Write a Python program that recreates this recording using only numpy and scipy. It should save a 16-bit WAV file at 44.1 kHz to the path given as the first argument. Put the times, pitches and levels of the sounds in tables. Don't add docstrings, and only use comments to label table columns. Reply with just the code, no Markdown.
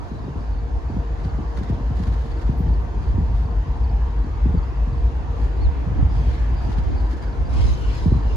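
import sys
import numpy as np
from scipy import signal
from scipy.fft import rfft, irfft, next_fast_len
from scipy.io import wavfile
from scipy.ndimage import uniform_filter1d, map_coordinates

SR = 44100
rng = np.random.default_rng(int(sys.argv[2]) if len(sys.argv) > 2 else 0)


def wav_out(sig):
    wavfile.write(sys.argv[1], SR, np.round(np.clip(np.atleast_2d(sig).T, -1, 1) * 32767).astype(np.int16))


N = 368676

# f/Hz, coherence
TRAIN_COHERENCE = [(60, 0.88), (120, 0.98), (240, 1), (470, 0.25), (950, 0.44), (1400, 0.27), (2200, 0.27),
                   (6500, 0.11), (8600, -0.57), (12000, 0.018)]
# f/Hz, coherence (clipped to -1)
HISS_COHERENCE = [(2000, 0.21), (3500, -0.19), (4500, .1), (5600, 0.088), (6700, 0.22), (7700, -0.73),
                  (8700, -1.5), (10400, -0.14), (12000, .8)]


def diesels():
    # offset/pulse rates, relative level/dB
    lead_tones = [(-1, -33.5), (0, -27.5), (1, -30)]
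    idling_tones = [(37.4, -44), (45.5, -38.5), (50.4, -33), (51.8, -29.5), (53.65, -39), (58.3, -37.5),
                    (60.15, -37.5), (65.0, -33.5), (105.6, -49), (136.6, -45)]
    rumble_spectrum = [(15, -30.5), (25, -28.5), (38, 8), (48, 7.5), (62, -20), (80, 8), (105, 0),
                       (150, -6), (220, -18), (320, -19.5), (500, -30.5), (900, -66), (3000, -100)]
    strength = [(0, -16.5), (.5, -3.5), (1.8, -2), (3.2, 1.5), (5.5, 1), (7.4, -.5), (8.36, 1.5)]
    lead_hz, pulse_hz, first_throb_s, swing_db = 55.26, 8.12, .012, 4
    pulse = 2 * np.pi * pulse_hz * (clock() - first_throb_s)
    exhaust = 2 * np.pi * (np.cumsum(lead_hz + .05 * wobble(1)) / SR + rng.random())
    lead = sum(np.sqrt(2) * amp(db) * np.sin(exhaust + step * pulse) for step, db in lead_tones)
    others = sum(amp(db + 0.45 * wobble(1.9)) * sine(hz + 0.038 * wobble(0.923))
                 for hz, db in idling_tones)
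    rumble = coloured(noise(patchy_db=0.5), rumble_spectrum, TRAIN_COHERENCE)
    rumble *= amp(-33 + swing_db * np.cos(pulse))
    return amp(curve(strength) + .7 * wobble(5)) * (lead + others + rumble)


def wheels():
    roar_spectrum = [(100, -23.5), (250, 4.5), (430, 1.5), (590, -4.5), (700, 0), (930, 0), (1130, -4.5),
                     (1280, -8), (1750, -10.5), (2200, -19), (3600, -24), (5000, -27), (6900, -31),
                     (8800, -43.5), (12400, -42), (14000, -67)]
    roll_level = [(0, -44), (.6, -45.5), (1.2, -43), (3.7, -44.5), (6.8, -42.5), (8.36, -42.5)]
    train_ends = [(-.18, -6), (.44, -7)]
    flange_level = [(0, -70.5), (2.4, -62), (5, -57.5), (6.4, -52), (7.5, -60.5), (8.36, -59)]
    around = amp(-2.5) * coloured(noise(patchy_db=3), roar_spectrum, TRAIN_COHERENCE)
    direct = sum(amp(db) * beam(roar_spectrum, lag_ms) for lag_ms, db in train_ends)
    roar = amp(curve(roll_level) + 3.5 + 0.26 * wobble(10)) * (around + direct)
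    rasp_spectrum = [(700, -34), (1200, -6.5), (1750, 2.5), (2900, -4), (3800, -14.5), (7000, -44.5)]
    rasp = coloured(noise(patchy_db=2.5), rasp_spectrum, coherence=[(2000, 0.15)])
    return roar + amp(curve(flange_level)) * rasp * pan(left_db=0.5)


def blower_whine():
    harmonics = [(2, -59), (3, -66.5), (4, -46), (5, -55.5), (6, -53.5), (8, -53), (9, -55), (10, -60.5)]
    carry = [(0, -2.5), (1.1, 0), (1.5, 2), (5.6, 1), (6.4, -1), (7.3, -1.5), (8.36, 0.5)]
    fundamental_hz = 116.5
    pitch = fundamental_hz * (1 + 0.0045 * wobble(20))
    fading = lambda: amp(-7.2 + 5 * np.tanh(wobble(13)))
    echo = lambda hz: amp(-9) * (wobble(24) * sine(hz) + wobble(45) * sine(hz))
    direct = sum(amp(db) * fading() * sine(k * pitch) for k, db in harmonics)
    scattered = [sum(amp(db) * echo(k * pitch) for k, db in harmonics) for _ in range(2)]
    return amp(curve(carry)) * (direct + np.array(scattered))


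def wind():
    breeze_level = [(0, -49), (.35, -40), (.7, -40.5), (1.1, -41.5), (2, -30), (2.4, -34), (3.3, -28.5),
                    (5.1, -41.5), (6.3, -27.5), (7.1, -36), (8.36, -34.5)]
    flutter_spectrum = [(30, -14), (70, 9.5), (140, -5.5), (250, -7.5), (400, -22), (700, -28), (1500, -64),
                        (4000, -100)]
    gusts = [(1.33, -40.5, 0.093), (2.53, -32.5, 0.032), (3.22, -35.5, 0.067), (4.48, -35, 0.18),
             (6.0, -34.5, 0.38), (6.8, -23, 0.19), (7.6, -25, 0.21), (8.18, -24, 0.11)]
    gust_spectrum = [(18, -20.5), (45, -8.5), (90, 2.5), (150, -17), (300, -19), (700, -39), (3000, -100)]
    lull_db, lull_swing_db = -37, 4.5
    ripple = amp(5 * np.tanh(wobble(35)))
    lumps = amp(3 * np.tanh([wobble(14), wobble(14)]))
    flutter = unit(ripple * coloured(noise(patchy_db=2), flutter_spectrum, coherence=[(100, 1)]))
    buffeting = unit(lumps * coloured(noise(patchy_db=5), gust_spectrum, coherence=[(100, -0.63)]))
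    force = amp(lull_db + lull_swing_db * wobble(1)) + swells(gusts)
    return amp(curve(breeze_level)) * flutter + force * buffeting * pan(left_db=-5)


def eddies():
    hits = [(0.114, -23.5, 413), (0.151, -24.5, 311), (0.199, -29.5, 400), (.241, -26.5, 475),
            (0.279, -23.5, 576), (0.354, -25.5, 555), (0.409, -24.5, 338), (0.898, -23.5, 463),
            (0.965, -18, 377), (1.019, -28.5, 387), (1.252, -22, 296), (1.343, -27, 332),
            (1.386, -20.5, 420), (1.43, -34, 345), (1.581, -21.5, 318), (1.609, -20.5, 440),
            (1.698, -14.5, 334), (1.804, -20.5, 344), (1.904, -18.5, 337), (1.999, -17.5, 302),
            (2.069, -17, 279), (2.491, -13.5, 364), (2.602, -16, 307), (2.662, -17, 263),
            (3.14, -20.5, 303), (3.18, -12, 331), (4.243, -21, 327), (4.457, -12, 348), (4.468, -18, 317),
            (4.541, -12.5, 316), (4.547, -23.5, 617), (4.874, -21, 279), (5.867, -17, 264),
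            (6.026, -10, 199), (6.161, -13, 131), (6.272, -11.5, 164.5), (6.688, -20, 378),
            (6.781, -19, 293), (8.058, -9.5, 333), (8.119, -9, 409), (8.163, -18.5, 241)]
    trail_s, trail_db, trail_ratio = .022, -7.5, .65
    delays = trail_s * (.5 + rng.random(len(hits)))
    trailing = [(s + delay, db + trail_db, hz * trail_ratio) for (s, db, hz), delay in zip(hits, delays)]
    thumps, wake = np.zeros(N), np.zeros(N)
    t = np.arange(SR // 6) / SR
    for s, db, hz in hits + trailing:
        pitch = 65 + (hz - 65) * np.exp(-t / 0.00789)
        push = (1 - np.exp(-t / 0.0031)) * np.exp(-t / 0.021)
        add(thumps, s, amp(db - 2.5) * push * sine(pitch))
        add(wake, s, amp(db - 4) * (1 - np.exp(-t / 0.0064)) * np.exp(-t / 0.018))
    wake_spectrum = [(35, -25), (80, 7.5), (170, -0.5), (320, -23.5), (500, -31.5), (1200, -63.5),
                     (3000, -100)]
    return thumps + wake * coloured(noise(patchy_db=1.5), wake_spectrum, coherence=[(100, 0.91)])


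def flurries():
    bursts = [(.16, -39, 0.032), (.27, -33.5, 0.018), (.4, -39.5, 0.051), (.98, -33.5, 0.05),
              (1.24, -35, 0.039), (1.41, -33, 0.035), (1.73, -28.5, 0.014), (2.53, -37.5, 0.013),
              (4.52, -34, .03), (5.98, -36, 0.056)]
    spectrum = [(60, -21), (140, 4.5), (320, -3.5), (520, -15.5), (900, -22.5), (3000, -86)]
    tumble = amp(4 * np.tanh(wobble(60)))
    turbulence = coloured(noise(patchy_db=5), spectrum, coherence=[(100, 0.84)])
    return swells(bursts) * unit(tumble * turbulence)


def compressed_air():
    surges = [(6.09, 0.25, -54), (6.56, 0.089, -55), (7.485, 0.18, -41.5), (7.8, 0.2, -49),
              (8.24, 0.15, -52)]
    jet_spectrum = [(500, 4.5), (1200, 9.5), (1700, 1), (2300, 6), (3500, 3), (5200, 3), (6500, -5.5),
                    (8000, -11.5), (10000, -21.5), (12400, -25), (14000, -50.5)]
    spray_spectrum = [(3000, -10), (6500, -1), (8500, -5), (10000, -2.5), (12400, -10), (13500, -31)]
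    attack_s, release_s, leak_db = 0.091, 0.11, -62.5
    spray_db, reference_flow_db = -47.5, -34
    flow = amp(leak_db)
    for s, open_s, db in surges:
        t = np.maximum(clock() - s, 0)
        build = 1 - np.exp(-t / attack_s)
        release = np.exp(-np.maximum(t - open_s, 0) / release_s)
        flow = flow + amp(db) * build * release
    around = amp(0.5) * coloured(noise(patchy_db=5.5), jet_spectrum, HISS_COHERENCE)
    direct = amp(-2.5) * beam(jet_spectrum, lag_ms=.27)
    jet = flow * amp(.5 * wobble(25) + .8 * wobble(180)) * (around + direct)
    spray_gain = amp(spray_db + 2.5 * wobble(60)) * (flow / amp(reference_flow_db)) ** 0.91
    spray = spray_gain * coloured(noise(patchy_db=4.5), spray_spectrum, HISS_COHERENCE)
    return (jet + spray) * pan(left_db=3)


def rattle():
    hits = [(1.194, -54.5), (1.244, -51), (1.265, -53), (1.376, -62), (1.573, -49), (1.594, -51),
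            (1.64, -51), (1.695, -49), (1.744, -53), (1.97, -51), (1.998, -47.5), (2.035, -47),
            (2.078, -47.5), (2.137, -49), (2.202, -53), (2.256, -57), (2.313, -53), (2.39, -55),
            (2.42, -50), (2.477, -52), (6.306, -50), (6.342, -51), (6.7, -53), (6.73, -44.5), (6.785, -46),
            (6.839, -53), (7.009, -50.5), (7.068, -58), (7.112, -49.5), (7.133, -48.5), (7.178, -50.5),
            (7.232, -48)]
    rustles = [(1.6, -61, 0.073), (2.2, -54, 0.25), (3.05, -56, 0.067), (3.392, -52, 0.04),
               (5.42, -53, 0.055)]
    spectrum = [(700, 2), (1700, 7.5), (2500, -1), (4400, -0.5), (6500, -9), (8500, -10.5), (10500, -13),
                (12400, -21), (14000, -41)]
    clicks_per_s, tick_half_s, tail_s, tail_db = 5000, 0.0095, 0.0085, -10
    clicks = rng.standard_normal((2, N)) * (rng.random(N) < clicks_per_s / SR)
    grit = amp(wobble(150))
    ticks = swells([(s, db, tick_half_s) for s, db in hits])
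    tails = swells([(s + tail_s, db + tail_db, tail_s) for s, db in hits])
    envelope = np.sqrt(ticks ** 2 + tails ** 2 + swells(rustles) ** 2)
    return envelope * unit(grit * coloured(clicks, spectrum, HISS_COHERENCE))


def chipping_bird():
    calls = [(.183, -60), (.53, -60), (.883, -62), (1.237, -59), (2.313, -58), (2.682, -58), (3.031, -61),
             (3.452, -59), (3.837, -56), (4.183, -61), (4.575, -57), (4.923, -60), (6.86, -61), (7.27, -61)]
    chip_s, spacing_s = .017, .052
    chips = np.zeros(N)
    progress = np.linspace(0, 1, int(chip_s * SR))
    for s, db in calls:
        for delay in (0, spacing_s):
            pitch = (4830 - 480 * progress ** 0.81) * (1 + 0.0092 * rng.standard_normal())
            add(chips, s + delay, amp(db + rng.standard_normal()) * np.sin(np.pi * progress) * sine(pitch))
    return chips


def whistling_bird():
    start_s, length_s = 5.592, .092
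    top_s, top_hz, half_width_s = 5.63, 4480, .06
    arch = top_hz * np.exp(-.5 * ((clock() - top_s) / half_width_s) ** 2)
    progress = np.clip((clock() - start_s) / length_s, 0, 1)
    return amp(-56) * np.sin(np.pi * progress) * sine(arch + 70 * wobble(360)) * pan(left_db=12.5)


def far_birds():
    notes = [(0.412, -65, .008, 4600), (6.17, -63, 0.011, 4520), (6.582, -60, .018, 4700),
             (6.988, -58, .018, 4520), (7.237, -55.5, 0.0091, 4800), (7.468, -59, .009, 4830),
             (8.234, -59, 0.01, 4750)]
    shake_hz = 170
    return sum(swells([(s, db, half)]) * amp(2.5 * wobble(150)) * sine(hz + shake_hz * wobble(700))
               for s, db, half, hz in notes)


def sizzle():
    spits = [(2.535, -73.5, 0.012), (2.594, -62, 0.013), (2.632, -72, 0.013), (2.718, -74, 0.023),
             (2.83, -72, 0.019)]
    haze_s, haze_db, haze_half_s = 2.66, -78, .1
    spectrum = [(6000, -34), (10500, -1), (12500, 4.5), (14500, 0.5), (15800, -8.5)]
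    scratch = amp(2 * wobble(200))
    hiss = coloured(noise(patchy_db=3), spectrum, coherence=[(1000, .8)])
    return swells(spits + [(haze_s, haze_db, haze_half_s)]) * unit(scratch * hiss)


def amp(db):
    return 10 ** (np.asarray(db) / 20)


def unit(x):
    return x / np.sqrt(np.mean(x ** 2) + 1e-20)


def along(points, hz):
    freqs, values = np.transpose(points)
    return np.interp(np.log(hz + 1), np.log(freqs + 1), values)


def clock():
    return np.arange(N) / SR


def curve(rows):
    times, values = np.transpose(rows)
    return np.interp(clock(), times, values)


def swells(rows):
    return sum(amp(db) * np.exp(-.5 * ((clock() - s) / half) ** 2) for s, db, half in rows)


def wobble(rate):
    return map_coordinates(rng.standard_normal(512), [clock() * rate], mode="wrap")


def sine(hz):
    return np.sqrt(2) * np.sin(2 * np.pi * (np.cumsum(hz) / SR + rng.random()))


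def noise(patchy_db):
    bins = signal.stft(rng.standard_normal((2, N)), nperseg=1024)[2]
    patches = uniform_filter1d(rng.standard_normal(bins.shape[1:]), size=5, axis=0)
    patches = uniform_filter1d(patches, size=10, axis=1)
    return signal.istft(bins * amp(patchy_db * unit(patches)), nperseg=1024)[1][:, :N]


def filtered(x, response):
    size = next_fast_len(N + SR // 2)
    return irfft(rfft(x, size) * response(np.fft.rfftfreq(size, 1 / SR)), size)[..., :N]


def coloured(pair, spectrum, coherence):
    def mid_side_gains(hz):
        angle = np.arccos(np.clip(along(coherence, hz), -1, 1)) / 2
        return amp(along(spectrum, hz)) * [np.cos(angle), np.sin(angle)]
    mid, side = filtered(pair, mid_side_gains)
    return unit(np.array([mid + side, mid - side]))


def beam(spectrum, lag_ms):
    delay = lambda hz: np.exp(np.pi * 1j * hz * lag_ms / 1000 * np.array([[1], [-1]]))
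    return unit(filtered(rng.standard_normal(N), lambda hz: amp(along(spectrum, hz)) * delay(hz)))


def pan(left_db):
    return amp([[left_db / 2], [-left_db / 2]])


def add(track, s, sound):
    part = track[max(round(s * SR), 0):][:len(sound)]
    part += sound[:len(part)]


def scene():
    train = diesels() + blower_whine() + wheels()
    wind_on_microphone = wind() + eddies() + flurries()
    small_noises = compressed_air() + rattle() + sizzle()
    birds = chipping_bird() + whistling_bird() + far_birds()
    return train + wind_on_microphone + small_noises + birds


def record(dry):
    balance = [(450, 1), (850, -2), (1150, 0.5), (1800, -1), (3000, 2), (4500, -1), (7000, -2.5),
               (10000, -2)]
    lag = [(60, 0), (110, 0), (220, 0.79), (450, 0.31), (1000, 0.35), (2200, 0.045), (3000, 0.068)]
    treble = [(5300, 1), (5550, -3.5), (6000, 1), (7200, 1), (7550, -4), (7950, 4.5), (8700, 0),
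              (10000, -2.5)]
    top_hz = 15800
    mismatch = lambda hz: amp(along(balance, hz)) * np.exp(-1j * along(lag, hz))
    ports = lambda hz: mismatch(hz) ** np.array([[.5], [-.5]])
    return filtered(dry, lambda hz: ports(hz) * amp(along(treble, hz)) * (hz < top_hz))


dry = scene()
out = record(dry)
wav_out(out)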